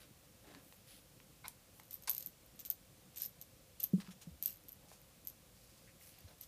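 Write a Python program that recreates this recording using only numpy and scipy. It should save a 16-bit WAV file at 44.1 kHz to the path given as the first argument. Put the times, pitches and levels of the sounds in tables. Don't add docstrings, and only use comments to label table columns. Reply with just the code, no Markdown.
import sys
import numpy as np
from scipy import signal
from scipy.fft import rfft, irfft
from scipy.io import wavfile

SR = 44100
rng = np.random.default_rng(int(sys.argv[2]) if len(sys.argv) > 2 else 0)


def log_audio(samples):
    frames = np.atleast_2d(samples).T
    limited = np.clip(frames, -1, 1)
    pcm = np.round(limited * 32767).astype(np.int16)
    wavfile.write(sys.argv[1], SR, pcm)


def gain_from_decibels(decibels):
    exponent = np.asarray(decibels, float) / 20
    return 10 ** exponent


N = 285327

# start_s, length_s, chatter_db, swish_rms_db
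TOY_SHAKES = [(1.905, .07, -54, -62), (2.074, .02, -62, -56), (2.092, .2, -54, -63),
              (2.59, .037, -58, -60.5), (2.65, .032, -49, -60), (3.157, .055, -50, -58),
              (3.198, .08, -47, -54), (3.795, .083, -53, -58.5), (4.424, .13, -51, -60),
              (5.27, .042, -56, -66), (6.406, .055, -56, -63)]


def evened(x):
    return x / np.sqrt(np.mean(x ** 2) + 1e-20)


def add(mix, start_s, sound):
    part = mix[max(round(start_s * SR), 0):][:len(sound)]
    part += sound[:len(part)]


def coloured(x, points):
    f, db = np.transpose(points)
    hz = np.fft.rfftfreq(len(x), 1 / SR)
    response_db = np.interp(np.log(hz + 1), np.log(f + 1), db)
    return irfft(rfft(x) * gain_from_decibels(response_db), len(x))


def banded(x, hz, width_hz, order=2):
    low = max(hz - width_hz / 2, hz / 4)
    high = min(hz + width_hz / 2, SR / 2 - 100)
    return signal.sosfilt(signal.butter(order, [low, high], "bandpass", fs=SR, output="sos"), x)


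def ringing(modes, t, phases, pitch=1, damping=1):
    return sum(gain_from_decibels(db - 60 * damping * t / t60) * np.sin(2 * np.pi * (hz * pitch * t + phase))
               for (hz, db, t60), phase in zip(modes, phases))


def floor():
    # freq_hz, level_db_per_hz
    hum_spectrum = [(15, -31), (30, -12), (52, 3.5), (62, -1.5), (100, -0.5), (185, -1.5), (240, -9),
                    (290, -7), (400, -14.5), (520, -11), (800, -17.5), (1200, -29.5), (2000, -54)]
    hiss_spectrum = [(410, -23), (700, -10.5), (917, -14.5), (1060, -9.5), (1770, -12.5), (2290, -11),
                     (15200, -14)]
    knots = np.arange(0, N + 500, 500)
    lumps = np.interp(np.arange(N), knots, rng.standard_normal(len(knots)))
    hum = evened(coloured(rng.standard_normal(N), hum_spectrum))
    hum += banded(hum, 312, 445) * (gain_from_decibels(3.9 * np.clip(lumps, -2, 1.8)) - 1)
    drone = evened(banded(rng.standard_normal(N), 519.3, 62))
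    hiss = evened(coloured(rng.standard_normal(N), list(hiss_spectrum) + [(15450, -26)]))
    return gain_from_decibels(-66.5) * hum + gain_from_decibels(-78) * drone + gain_from_decibels(-68) * hiss


def room(x):
    # freq_hz, t60_s
    decay_times = [(200, 0.32), (2000, 0.12), (6000, 0.17), (14000, 0.11)]
    taps = np.zeros(SR // 2)
    at = np.arange(130, len(taps) - 20, 20)
    taps[at + rng.integers(0, 20, len(at))] = rng.choice([-1., 1.], len(at))
    hz, t, z = signal.stft(taps, SR, nperseg=128)
    f, t60 = np.transpose(decay_times)
    decay = gain_from_decibels(-60 * t / np.interp(hz, f, t60)[:, None])
    tail = signal.istft(z * decay, SR, nperseg=128)[1]
    return signal.fftconvolve(x, tail / np.linalg.norm(tail))[:N]


def thumps():
    # start_s, blow_db, pitch_factor, damping_factor
    blows = [
        (3.9328, -21.5, 1, 1.27),
        (3.978, -38, 1.04, 1.7),
        (4.08, -45.5, 1, 1.05),
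        (4.269, -42.5, 0.9, 1.25),
        (4.31, -51, 0.406, 0.85),
        (6.24, -48.5, 0.48, 1.2),
        (.56, -54.5, 1.5, 1.3),
        (.47, -57, 1.61, 0.57),
    ]
    # freq_hz, level_db, t60_s
    board_modes = [(184, 5.5, 0.22), (214, -14, 0.07), (158, -17, 0.073), (272, -27, 0.068),
                   (430, -8, 0.047), (730, -46, .03)]
    out, t = np.zeros(N), np.arange(9000) / SR
    for start, db, pitch, damping in blows:
        ring = ringing(board_modes, t, np.zeros(len(board_modes)), pitch, damping)
        ring *= 1 - np.exp(-(t / 0.002) ** 2)
        ring *= .06 + .94 / (1 + (damping * t / .038) ** 8)
        ring = banded(ring, 440 * pitch, 600 * pitch, order=3)
        add(out, start, gain_from_decibels(db) * ring / abs(ring).max())
    return out


def rustles():
    strokes = list([(0, .068, -65.5, 3000, 5000), (0, .035, -70, 10000, 900), (.434, .23, -64.5, 520, 500),
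                    (.46, .16, -73, 1500, 1000), (.61, .21, -71, 13100, 5000), (.866, .16, -66, 3870, 3520),
                    (.86, .19, -72, 9900, 700), (.856, .17, -75, 8850, 8000), (1.45, .047, -61, 3000, 4500),
                    (3.999, .03, -57, 2600, 2400), (1.735, .09, -70, 11500, 2500),
                    (4.805, .09, -72, 750, 120), (3.93, .12, -69, 9000, 11000),
                    (4.043, .06, -69, 3000, 4500), (4.212, .034, -59, 5500, 7500),
                    (4.105, .035, -61, 3500, 5500), (4.88, .11, -65.5, 7000, 7500),
                    (3.98, .15, -71, 1050, 400), (5.542, .46, -72.5, 6300, 7900),
                    (5.873, .05, -69, 2000, 500), (5.995, .18, -64, 11800, 6600),
                    (5.99, .37, -70.5, 3500, 4070), (6.274, .076, -66, 1000, 1800),
                    (2.073, .025, -47, 3000, 4500)])
    swish_hz, swish_width_hz = 6800, 6500
    grain_full_db, long_s = 3.5, .1
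    strokes += [(start, length, db, swish_hz, swish_width_hz) for start, length, _, db in TOY_SHAKES]
    out = np.zeros(N)
    noise = rng.standard_normal(N)
    size = np.repeat(np.minimum(rng.exponential(1, N // 60 + 1), 3), 60)[:N]
    lumps = rng.standard_normal((len(strokes), 24))
    for (start, length, db, hz, width_hz), lump in zip(strokes, lumps):
        grain_db = grain_full_db * min(length / long_s, 1)
        part = slice(max(round(start * SR), 0), round((start + length) * SR))
        slips = banded(noise[part] * gain_from_decibels(grain_db * size[part]), hz, width_hz, order=1)
        resonances = np.c_[np.geomspace(300, 16000, num=len(lump)), 2.2 * lump]
        slips = evened(coloured(slips, resonances))
        u = np.linspace(0, 1, len(slips))
        swell = np.minimum(u / 0.067, 1) * np.minimum((1 - u) / 0.44, 1)
        add(out, start, gain_from_decibels(db) * slips * swell)
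    return out


def scrapes():
    # start_s, length_s, rms_db
    drags = [
        (1.441, .021, -57),
        (2.074, 0.018, -56),
    ]
    # freq_hz, level_db, t60_s
    toy_modes = [(1040, -0.5, 0.014), (1510, -0.5, 0.012), (2190, 1, 0.012), (3750, -1, 0.0064)]
    out, t = np.zeros(N), np.arange(1500) / SR
    for start, length, db in drags:
        slips = rng.standard_normal(2000) * (rng.random(2000) < .04) * (np.arange(2000) < length * SR)
        rung = np.convolve(slips, ringing(toy_modes, t, np.zeros(len(toy_modes))))
        add(out, start, gain_from_decibels(db) * evened(banded(rung, 3100, 4500)))
    return out


def clicks():
    # start_s, peak_db, centre_hz, width_hz
    snaps = [(.483, -62, 3000, 3000), (.549, -41, 2500, 3000), (0.725, -42.5, 2500, 5000),
             (1.202, -46.5, 1400, 2200), (1.4816, -26, 10900, 3980), (1.4828, -32.5, 6000, 8100),
             (1.798, -44, 1670, 1690), (2.0755, -35.5, 6340, 5000), (3.146, -50, 5000, 6000),
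             (3.172, -38, 5000, 7000), (.765, -58, 12700, 500), (4.004, -43, 2600, 3500),
             (4.019, -42, 2400, 3500), (4.031, -46, 3000, 5000), (4.047, -50, 3000, 5000),
             (4.067, -50, 2500, 3000), (4.075, -47, 3000, 5000), (4.091, -50, 1800, 2500),
             (4.916, -47.5, 750, 600), (6.012, -54, 1900, 700), (6.083, -62, 14300, 400)]
    out, t = np.zeros(N), np.arange(600) / SR
    for (start, db, hz, width_hz), noise in zip(snaps, rng.standard_normal((len(snaps), 600))):
        snap = banded((t == 0) + 0.13 * noise * np.exp(-t / 0.0012), hz, width_hz)
        add(out, start, gain_from_decibels(db) * snap / abs(snap).max())
    return out


def pellet():
    # start_s, low_mode_db, middle_mode_db, tick_db
    dangling = [(1.7987, -57, -58, -42), (1.8338, -53, -61, -48), (1.9096, -48, -39, -36),
                (1.9307, -40, -46, -43), (1.9417, -36.5, -33.5, -49), (1.9551, -44, -56, -55),
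                (2.0235, -49, -54, -46), (2.0359, -50, -55, -40), (2.0748, -60, -57, -28),
                (2.0816, -67, -58, -27), (2.0955, -23, -25.5, -18), (2.1030, -24, -33, -31),
                (2.1124, -27, -31, -25), (2.1326, -45, -41, -36), (2.1487, -33, -39, -30.5),
                (2.1661, -39, -46, -35), (2.1805, -30, -32, -28.5), (2.1988, -43, -50, -48),
                (2.2074, -39, -47, -33), (2.2255, -40, -53, -32.5), (2.2614, -32.5, -33, -38),
                (2.2711, -39, -64, -38), (2.5923, -47, -54, -34), (2.5971, -50, -42, -41),
                (2.6037, -47, -41, -46), (2.6512, -42, -49, -31), (2.6583, -42, -40, -43),
                (2.662, -38, -48, -40), (2.7013, -28.5, -21, -28), (2.711, -48, -44, -30)]
    # start_s, low_mode_db, middle_mode_db, tick_db
    swatted = [(3.1745, -37.5, -48, -36), (3.1825, -42, -39, -33), (3.2009, -43, -40, -46),
               (3.2197, -27, -41, -31), (3.2309, -39, -55, -45), (3.2341, -31, -41, -33),
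               (3.2515, -42, -35, -42), (3.2599, -33.5, -54, -42), (3.4141, -40, -51, -35.5),
               (3.4229, -45, -51, -39), (3.8007, -38, -49, -40), (3.8063, -59, -62, -30.5),
               (3.8312, -29.5, -35, -37), (3.8368, -27, -26, -38), (3.8406, -24.5, -43, -24),
               (4.4257, -38, -26.5, -27), (4.437, -34, -44, -32), (4.4589, -20, -44, -25.5),
               (4.469, -59, -48, -33), (4.4767, -34, -37, -35), (4.4802, -52, -35, -36),
               (4.506, -46, -41, -50), (4.6851, -43, -47, -40), (4.6913, -41, -62, -38),
               (4.7201, -43, -61, -51), (4.7288, -44, -58.5, -52), (5.2722, -31, -49, -32),
               (5.2833, -39, -68, -50), (5.2996, -45, -72, -41), (6.4116, -37, -46, -40)]
    # start_s, level_db
    faint_rolls = [(1.853, -58), (1.881, -60), (2.043, -50), (2.247, -54), (2.462, -54), (2.56, -57),
                   (3.265, -42), (3.2924, -52), (3.405, -60), (3.803, -36), (3.848, -44), (3.9324, -54),
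                   (4.472, -37), (4.5277, -47), (4.54, -51), (4.571, -53), (4.5591, -50), (4.638, -58),
                   (5.004, -63), (5.016, -54), (5.2507, -49), (5.64, -60), (6.187, -52), (6.206, -52.5),
                   (6.384, -60), (6.4328, -50)]
    hard = np.array(list(dangling) + list(swatted), float)
    c = rng.random((len(hard), 3)) - .5
    rebounds = hard + np.c_[.0065 * (1 + .4 * c[:, 0]), -20 + 8 * c[:, 1:], -18 + 8 * c[:, 0]]
    rows = [hard, rebounds]
    gap_s, spread_db, middle_db, tick_db = .006, 13, -2, 4
    for (start, length, db, _), c in zip(TOY_SHAKES, rng.random((len(TOY_SHAKES), 48, 4))):
        after = gap_s * np.cumsum(.5 + c[:, 0])
        level = db - 10 * (after / length) ** 4
        levels = level[:, None] + [0, middle_db, tick_db] + spread_db * (c[:, 1:] - .5)
        chatter = np.c_[start + after, levels]
        rows.append(chatter[after < length])
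    start, low, middle, tick = np.vstack(rows).T
    c = rng.random((600, 2))[:len(start)] - .5
    high = np.maximum(low, middle) - 16 + 14 * c[:, 0]
    cavity = tick - 17 + 16 * c[:, 1]
    rolls = [(s, db, db - 7, db - 14, db - 8, db - 6) for s, db in faint_rolls]
    return rolls + list(np.c_[start, low, middle, high, cavity, tick])


def bell():
    # freq_hz, level_db, t60_s
    shell_modes = [
        [(12130, 0, .015), (12230, -13, .04), (11750, -13, .007)],
        [(13380, 0, .014), (13460, -17, .045), (12750, -11, .007)],
        [(14780, -2, .012), (14650, -12, .04)],
        [(6550, -3, .009)],
    ]
    # freq_hz, level_db
    tick_spectrum = [(600, -31), (1800, -3.5), (4000, 5.5), (6500, 6.5), (8500, 9.5), (11000, -9),
                     (16000, -4)]
    rings, ticks, t = np.zeros(N), np.zeros(N), np.arange(2500) / SR
    strikes = pellet()
    chance = rng.random((600, 12))
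    rise = 1 - np.exp(-t / .0001)
    tick = coloured(np.roll(t == 0, 40) * 1., tick_spectrum)[:200]
    tick = tick / abs(tick).max()
    for (start, *modes_db, tick_db), c in zip(strikes, chance):
        detune = 1 + .009 * (c[11] - .65)
        damping = 0.65 + .5 * c[10]
        ring = sum(gain_from_decibels(db) * ringing(modes, t, 0.18 * c[3 * k:], detune, damping)
                   for k, (modes, db) in enumerate(zip(shell_modes, modes_db)))
        add(rings, start, gain_from_decibels(-0.7) * rise * ring)
        add(ticks, start - 40 / SR, gain_from_decibels(tick_db - 2.5) * tick)
        add(ticks, start + .0008 + .0006 * c[9], gain_from_decibels(tick_db - 0.5 - 12 * c[8]) * tick)
    floor_bounce = .25 * np.roll(rings, round(.0016 * SR))
    return rings + floor_bounce + ticks


def scene():
    near = bell() + clicks() + rustles() + scrapes()
    boards = thumps()
    reverberant = gain_from_decibels(-10) * room(near + .25 * boards)
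    return (near + boards + reverberant + floor())[None]


def low_pass(x):
    return signal.sosfilt(signal.butter(12, 16500, fs=SR, output="sos"), x)


def record(dry):
    top = coloured(dry[0], [(20, -1.5), (15300, 1), (15450, -30), (16400, -25), (16600, -90)])
    return low_pass(top[None])


dry = scene()
out = record(dry)
log_audio(out)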